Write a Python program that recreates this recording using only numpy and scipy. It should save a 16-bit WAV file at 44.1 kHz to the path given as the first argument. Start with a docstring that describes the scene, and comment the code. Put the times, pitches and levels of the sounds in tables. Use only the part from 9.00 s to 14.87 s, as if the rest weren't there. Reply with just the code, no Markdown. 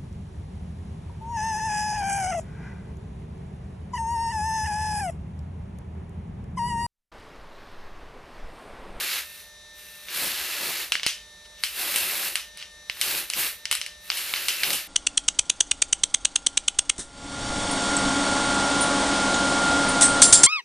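"""Aerosol can around a face

A hand sweeps an aerosol can around a face, close to a small microphone pair in a quiet, slightly live room.
The nozzle hisses in bursts, made of coloured noise; between and during them the mixing ball knocks inside
the shaken can, each knock made of short damped rings, a snap and a room tail.
A faint electrical whine (steady harmonics) and a low hiss (soft noise) lie underneath."""
import sys
import numpy as np
from scipy import signal
from scipy.fft import rfft, irfft, next_fast_len
from scipy.io import wavfile
from scipy.ndimage import map_coordinates

SR = 44100
rng = np.random.default_rng(int(sys.argv[2]) if len(sys.argv) > 2 else 0)


def wav_record(signal):
    """Record a signal, one row per channel, as 16-bit PCM in the file named by sys.argv[1]."""
    frames = np.transpose(np.atleast_2d(signal))
    bounded = np.clip(frames, -1, 1)
    # unit amplitude maps onto the largest positive 16-bit level
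    quanta = np.round(bounded * 32767).astype(np.int16)
    wavfile.write(sys.argv[1], SR, quanta)


N = 259075   # length in samples


def from_db(db):
    """Turn decibels into a gain."""
    return 10 ** (np.asarray(db) / 20)


def rms_one(x):
    """Scale a sound to rms 1."""
    return x / np.sqrt(np.mean(x ** 2) + 1e-20)


def energy_one(x):
    """Scale a short sound to unit energy."""
    return rms_one(x) / np.sqrt(x.shape[-1])


def at_hz(points, hz):
    """Read a table of levels between its points, along a log-frequency axis."""
    points = np.array(points)
    return np.interp(np.log(hz), np.log(points[:, 0]), points[:, 1])


def drift(rate):
    """A smooth random wander of spread about 1, with about `rate` turns a second."""
    t = np.arange(N) / SR * rate
    turns = rng.standard_normal(int(t[-1]) + 3)
    return map_coordinates(turns, [t], order=2, mode="nearest")


def noise(spectrum, size):
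    """Noise of a given colour, falling away steeply past the ends of its spectrum; rms 1."""
    length = next_fast_len(size, True)
    hz = np.maximum(np.fft.rfftfreq(length, 1 / SR), 1)
    low_end = 1 + (spectrum[0][0] / hz) ** 8
    high_end = 1 + (hz / spectrum[-1][0]) ** 16
    colour = from_db(at_hz(spectrum, hz)) / np.sqrt(low_end * high_end)
    white = rfft(rng.standard_normal(length))
    return rms_one(irfft(white * colour)[:size])


def add(out, s, sound):
    """Mix a sound in at time s."""
    start = int(round(s * SR))
    out[start:start + len(sound)] += sound[:N - start]


def swells(rows):
    """A gain that rises and falls smoothly around each row's middle."""
    t = np.arange(N) / SR
    return sum(from_db(db) * np.exp(-((t - middle_s) / half_s) ** 2) for middle_s, half_s, db in rows)


EASE_S = 0.03   # hand and finger move smoothly: sets how round the corners are


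def plateau(start_s, end_s, rise_db_per_s, fall_db_per_s):
    """An envelope in dB: a rise, a hold at 0 from start to end, a fall; with rounded corners."""
    t = np.arange(N) / SR
    early = np.hypot(np.maximum(start_s - t, 0), EASE_S) - EASE_S
    late = np.hypot(np.maximum(t - end_s, 0), EASE_S) - EASE_S
    return -rise_db_per_s * early - fall_db_per_s * late


def side_of(x, width, response):
    """The left-right difference made from x: a response, scaled by a width table."""
    hz = np.maximum(np.fft.rfftfreq(N, 1 / SR), 1)
    side = irfft(rfft(x) * response * from_db(at_hz(width, hz)), N)
    return side * [[1], [-1]]   # added on the left, taken away on the right


# colour of the background hiss: pitch_hz, relative level_db (per Hz)
HISS_COLOUR = [(30, -9.5), (55, -2), (80, -8), (120, -21.5), (180, -10), (260, -24), (450, -15),
               (800, -19.5), (1500, -20.5), (2600, -18.5), (4000, -21.5), (5600, -16.5), (9000, -24),
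               (13000, -30)]
# how much the hiss differs between left and right: pitch_hz, relative side level_db
HISS_WIDTH = [(40, -13), (300, -14.5), (640, -32), (1400, -24.5), (3100, -7), (6800, -6), (14000, 6)]
HISS_DB = -54.5   # rms of the part both microphones share


def hiss():
    """The noise floor: nearly the same on left and right around 640 Hz, somewhat wide in the bass, widest on
    top."""
    shared = noise(HISS_COLOUR, N)
    difference = side_of(noise(HISS_COLOUR, N), HISS_WIDTH, 0.91)
    return from_db(HISS_DB) * (shared + difference)


# electrical whine: harmonic number (times the fundamental), relative level_db
WHINE_HARMONICS = [(2, -64.5), (3, -70), (4, -71.5), (6, -54.5), (7, -69), (11, -69), (12, -58.5),
                   (13, -58), (14, -65.5), (15, -64.5), (18, -69.5), (19, -64), (20, -63), (21, -72),
                   (23, -80), (24, -75), (30, -91), (34, -66)]
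WHINE_HZ = 299.95   # the fundamental


def whine(level_db, waver_db):
    """Steady harmonics of one low pitch that waver a little in strength."""
    t = np.arange(N) / SR
    lines = np.zeros(N)
    for harmonic, db in WHINE_HARMONICS:
        strength = from_db(db + waver_db * drift(15))
        lines += strength * np.sin(2 * np.pi * (harmonic * WHINE_HZ * t + rng.random()))
    return np.sqrt(2) * from_db(level_db) * lines   # root 2 turns rms into peak


# the ball rolls briefly along the wall as the can tips: middle_s, half_length_s, level_db
ROLLS = [(2.455, 0.011, -50.5), (2.597, 0.043, -53), (3.615, 0.04, -42.5), (3.99, 0.018, -56),
         (4.778, 0.017, -41)]
# colour of the can's ring in the room, also heard after each knock: pitch_hz, relative level_db (per Hz)
CAN_TAIL = [(300, -31.5), (900, -17), (1500, -7), (2300, -2), (2750, 2.5), (3000, 4.5), (3300, -1.5),
            (4300, -3), (5800, -4), (7000, -11.5), (8500, -12)]


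def rolling(grain_db):
    """A rolling ball keeps the can ringing softly and unevenly."""
    return swells(ROLLS) * from_db(grain_db * drift(250)) * noise(CAN_TAIL, N)


def strike(modes, pitch_hz, focus_db, scatter_db):
    """One contact rings damped modes, those near its pitch favoured; unit energy."""
    hz, level_db, decay_60db_s = np.transpose(modes)
    t = np.arange(int(SR / 50)) / SR
    distance_octaves = np.log2(hz / pitch_hz)
    chance_db = scatter_db * rng.standard_normal(len(hz))
    gains = from_db(level_db - focus_db * distance_octaves ** 2 + chance_db)
    phase = rng.uniform(-0.84, 1, (len(hz), 1))
    fading = np.exp(-np.log(1000) * t / decay_60db_s[:, None])
    rings = np.sin(2 * np.pi * hz[:, None] * t + phase) * fading
    return energy_one(gains @ rings * (1 - np.exp(-t / 0.00037)))   # the start is softened


def crack(pitch_hz, low_ratio, high_ratio, decay_s):
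    """The first instant of a contact is a broad snap of noise around its pitch; unit energy."""
    t = np.arange(int(SR / 50)) / SR
    snap = rng.standard_normal(len(t)) * np.exp(-t / decay_s)
    band = signal.butter(3, [low_ratio * pitch_hz, high_ratio * pitch_hz], "band", fs=SR, output="sos")
    return energy_one(signal.sosfilt(band, snap))


def room_tail(spectrum, decay_60db_s, first_echo_s, early_db):
    """The room's answer: slightly weaker scatter from hand and face, then the walls, dying away; unit energy."""
    t = np.arange(SR // 2) / SR
    arrival = np.where(t < first_echo_s, from_db(early_db), 1)
    fading = np.exp(-np.log(1000) * t / decay_60db_s)
    return energy_one(noise(spectrum, len(t)) * arrival * fading)


# ball against the can: start_s, relative level_db, pitch_hz, relative bright_db (its tick), relative tail_db
KNOCKS = [(1.085, -35.5, 2830, -24, -5.5), (1.921, -15.5, 3040, -9.5, -12.5),
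          (1.954, -19.5, 2380, -22, -19.5), (1.997, -29, 2370, -28, -17), (2.0324, -21.5, 2850, -17, -12),
          (2.0644, -13.5, 3470, -7.5, -12), (2.6367, -19.5, 3080, -3, -10.5), (2.9427, -27, 2550, -7, -16),
          (2.9598, -23.5, 3040, 4.5, -7.5), (3.3557, -20, 2730, -2.5, -12), (3.396, -32, 3080, -13, -12.5),
          (3.5733, -40, 2800, 0.5, -11), (3.626, -36.5, 2880, -20, -10), (3.8981, -20, 2630, -18.5, -20),
          (3.971, -34, 2230, -26, -25), (4.0134, -18.5, 3330, -0.5, -9.5),
          (4.3008, -22.5, 3330, -1.5, -15.5), (4.3357, -24.5, 3630, -8, -10.5),
          (4.655, -23, 3340, -13, -17), (4.7132, -18.5, 2900, 0.5, -11), (4.7265, -15.5, 2800, -6, -19),
          (4.752, -24, 2960, 1.5, -15), (4.8144, -24.5, 3340, -13, -13), (4.8633, -30.5, 3240, -6, -13),
          (5.1017, -17.5, 2900, -19, -17.5), (5.1179, -27, 2950, -25, -11), (5.172, -31.5, 2910, 2.5, -3.5),
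          (5.3377, -19.5, 2580, -15, -15), (5.361, -24, 2430, -18, -9), (5.484, -18, 3070, -3.5, -8.5),
          (5.6341, -17, 2500, -9, -10), (5.7046, -24.5, 3640, -5, -11), (5.7318, -24.5, 3120, 1.5, -5.5)]
# rings of the can, damped by the hand and the liquid: pitch_hz, relative level_db, decay_60db_s
CAN_MODES = [(1400, 2, 0.0047), (2250, 2.5, 0.0056), (2800, 5.5, 0.0038), (4110, 4, 0.0034),
             (5330, -16, 0.0018)]
# a sharp contact also rings the top of the can: pitch_hz, relative level_db, decay_60db_s
TICK_MODES = [(8100, 4.5, 0.0031), (9340, 14, 0.0018), (10370, 7, 0.0025)]
# colour of the tick's ring in the room: pitch_hz, relative level_db (per Hz)
BRIGHT_TAIL = [(4000, -27), (6500, -1.5), (8500, 4.5), (10500, 5), (12500, 3.5), (14000, -41)]
ROOM_DECAY_60DB_S, BRIGHT_DECAY_60DB_S = 0.31, 0.29
THUD_DB = -41                  # relative thud through the hand in every knock
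JOLT_S, JOLT_DB = 2.0644, -20   # the hardest shake jolts the whole can: a heavy thud (relative level)


def mixing_ball(knock_db, crack_db, tick_db, thud_db, room_db, bright_room_db, tilt_db):
    """Each hit of the ball: a knock with a snap, a bright tick, a thud through the hand, and room tails."""
    out = np.zeros(N)
    t = np.arange(int(SR / 50)) / SR
    thud_shape = np.exp(-t / 0.00018) * (1 - np.exp(-t / 0.00017))
    thud = energy_one(np.cos(2 * np.pi * 250 * t) * thud_shape)
    for start_s, level_db, pitch_hz, bright_db, tail_db in KNOCKS:
        hit = from_db(knock_db) * strike(CAN_MODES, pitch_hz, focus_db=9.0, scatter_db=1.2)
        hit += from_db(crack_db) * crack(pitch_hz, low_ratio=0.55, high_ratio=1.67, decay_s=0.00039)
        hit += from_db(tick_db + bright_db) * strike(TICK_MODES, 9300, focus_db=3.0, scatter_db=2.0)
        hit += from_db(thud_db + THUD_DB) * thud
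        # a higher knock tilts its tail towards the treble, a lower one towards the bass
        tilt = tilt_db * np.log2(pitch_hz / 3000)
        colour = [(hz, db + tilt * np.log2(hz / pitch_hz)) for hz, db in CAN_TAIL]
        tail = from_db(room_db) * room_tail(colour, ROOM_DECAY_60DB_S, first_echo_s=0.0019, early_db=-1)
        bright = room_tail(BRIGHT_TAIL, BRIGHT_DECAY_60DB_S, first_echo_s=0.004, early_db=-0.5)
        tail += from_db(bright_room_db + bright_db) * bright
        add(out, start_s, from_db(level_db) * hit)
        add(out, start_s, from_db(level_db + tail_db) * tail)
    add(out, JOLT_S, from_db(thud_db + JOLT_DB) * thud)
    return out


# the valve is held open; aimed away, the jet is only a faint hiss: open_s, shut_s, relative level_db
PRESSES = [(0.0, .39, -51), (0.795, 1.9, -53), (2.658, 3.33, -45.5), (3.946, 4.523, -53),
           (5.066, 5.87, -52)]
OPEN_DB_PER_S, SHUT_DB_PER_S = 450, 165
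AWAY_MIST_DB = 0   # relative mist while aimed away
# the hand swings the jet across the face: arrive_s, leave_s, relative roar_db,
# then mist_db and rush_db, both counted from the roar
SWEEPS = [(0.0, .165, -31, -5.5, -18), (1.159, 1.815, -33.2, -5.5, -15), (2.807, 3.263, -32.5, -2, -13.5),
          (4.065, 4.182, -32, -2.5, -14), (4.41, 4.458, -31, -1.5, -18), (5.161, 5.78, -35.7, -3.5, -18)]
ARRIVE_DB_PER_S, LEAVE_DB_PER_S = 273, 244
# the core of the jet brushes the microphones: middle_s, half_length_s, relative level_db
PUFFS = [(1.235, 0.091, -51), (1.68, 0.074, -55.5), (2.99, 0.086, -53), (3.24, 0.077, -62),
         (4.13, 0.093, -54.5), (4.4, 0.038, -48.5), (5.7, 0.08, -51)]
CORE_ROAR_DB, CORE_MIST_DB, CORE_RUSH_DB = 16, 17, 7   # relative levels the core adds to each layer


def burst_levels():
    """Gains of roar, mist and rush: faint aimed away, loud in each sweep, bright and windy in the jet's core."""
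    away = np.zeros(N)
    for open_s, shut_s, level_db in PRESSES:
        away += from_db(level_db + plateau(open_s, shut_s, OPEN_DB_PER_S, SHUT_DB_PER_S))
    core = swells(PUFFS)
    # hypot adds the layers by power
    roar = np.hypot(away, core * from_db(CORE_ROAR_DB))
    mist = np.hypot(away * from_db(AWAY_MIST_DB), core * from_db(CORE_MIST_DB))
    rush = core * from_db(CORE_RUSH_DB)
    for arrive_s, leave_s, roar_db, mist_db, rush_db in SWEEPS:
        db = roar_db + plateau(arrive_s, leave_s, ARRIVE_DB_PER_S, LEAVE_DB_PER_S)
        roar = np.hypot(roar, from_db(db))
        mist = np.hypot(mist, from_db(db + mist_db))
        rush = np.hypot(rush, from_db(db + rush_db))
    return roar, mist, rush


# colours of the spray's layers, each: pitch_hz, relative level_db (per Hz)
ROAR_COLOUR = [(530, -57), (900, -13.5), (1100, -10), (1320, -3.5), (1430, -5), (1700, 0), (1830, -3.5),
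               (1950, -0.5), (2780, 0.5), (3140, -2), (4330, -0.5), (5960, -7), (7500, -8), (9750, -34),
               (16500, -120)]   # the mid roar of the jet
MIST_COLOUR = [(4120, -35), (7000, -12), (8240, -4.5), (12500, 1), (13700, -2), (15500, -9)]   # the hiss of droplets
RUSH_COLOUR = [(32, -38), (55, -7), (86, -17), (172, -8), (251, -9), (356, 3.5), (433, -3.5), (572, 3),
               (638, -2), (775, 0.5), (1000, -1.5), (1300, -5.5), (2200, -120)]   # the lumpy low rush of air
PUFF_COLOUR = [(65, -2.5), (100, -10), (170, -2.5), (300, -5)]   # the deep wind of the core on the microphones
CAN_RING = [(2300, -10), (2700, 5.5), (3200, -27)]   # the flow through the valve keeps the can ringing


def spray(roar_db, mist_db, rush_db, sputter_db, gust_db):
    """A turbulent jet: a mid roar, the hiss of atomising droplets and a lumpy low rush; it sputters slightly."""
    roar, mist, rush = burst_levels()
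    ring = from_db(-12 + 5.1 * drift(6.93)) * noise(CAN_RING, N)   # comes and goes as the can turns
    jet = roar * from_db(roar_db) * (noise(ROAR_COLOUR, N) + ring)
    jet += mist * from_db(mist_db) * noise(MIST_COLOUR, N)
    air = rush * from_db(rush_db) * noise(RUSH_COLOUR, N)
    air += swells(PUFFS) * noise(PUFF_COLOUR, N)
    sputter = from_db(sputter_db * drift(250))
    gusts = from_db(gust_db * drift(40))
    return jet * sputter + air * gusts


# how much the can, whine and spray differ between left and right: pitch_hz, relative side level_db
WIDTH = [(60, -20), (160, -53), (450, -54), (1200, -75), (1900, -32.5), (2700, -8.5), (4400, -8.5),
         (8000, -7), (12500, -1)]


def microphone_pair(x, scatter_s, shifted_share):
    """Two close microphones differ by a fixed phase-shifted part and by a short scatter of near reflections."""
    t = np.arange(SR // 10) / SR
    scatter = rfft(energy_one(rng.standard_normal(len(t)) * np.exp(-t / scatter_s)), N)
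    shifted = np.clip(shifted_share, 0, 1)
    # 1j shifts the phase by a quarter turn
    return x + side_of(x, WIDTH, 1j * np.sqrt(shifted) + np.sqrt(1 - shifted) * scatter)


def scene():
    """Spray and rattle over the background; a phase-shifted difference and a separate swirl widen the jet."""
    jet, swirl = [spray(roar_db=0.47, mist_db=2.5, rush_db=1.0, sputter_db=1.09, gust_db=2.0)
                  for layer in range(2)]
    wide_jet = jet + side_of(jet, WIDTH, 1j * from_db(-15.0))
    wide_jet += side_of(swirl, WIDTH, from_db(-5.0))
    rattle = mixing_ball(knock_db=19.5, crack_db=19.0, tick_db=20.5, thud_db=13.0,
                         room_db=33.0, bright_room_db=29, tilt_db=9)
    can_and_whine = rattle + rolling(grain_db=3.0) + whine(level_db=-0.5, waver_db=1.1)
    return wide_jet + microphone_pair(can_and_whine, scatter_s=0.0088, shifted_share=0.44) + hiss()


CUTOFF_HZ = 15300


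def record(dry):
    """The loudest peaks are rounded, and the top is cut steeply."""
    rounded = 1.3 * np.tanh(dry / 1.3)
    steep_cut = signal.ellip(10, .2, 80, CUTOFF_HZ, fs=SR, output="sos")
    return signal.sosfilt(steep_cut, rounded)


dry = scene()
out = record(dry)
wav_record(out)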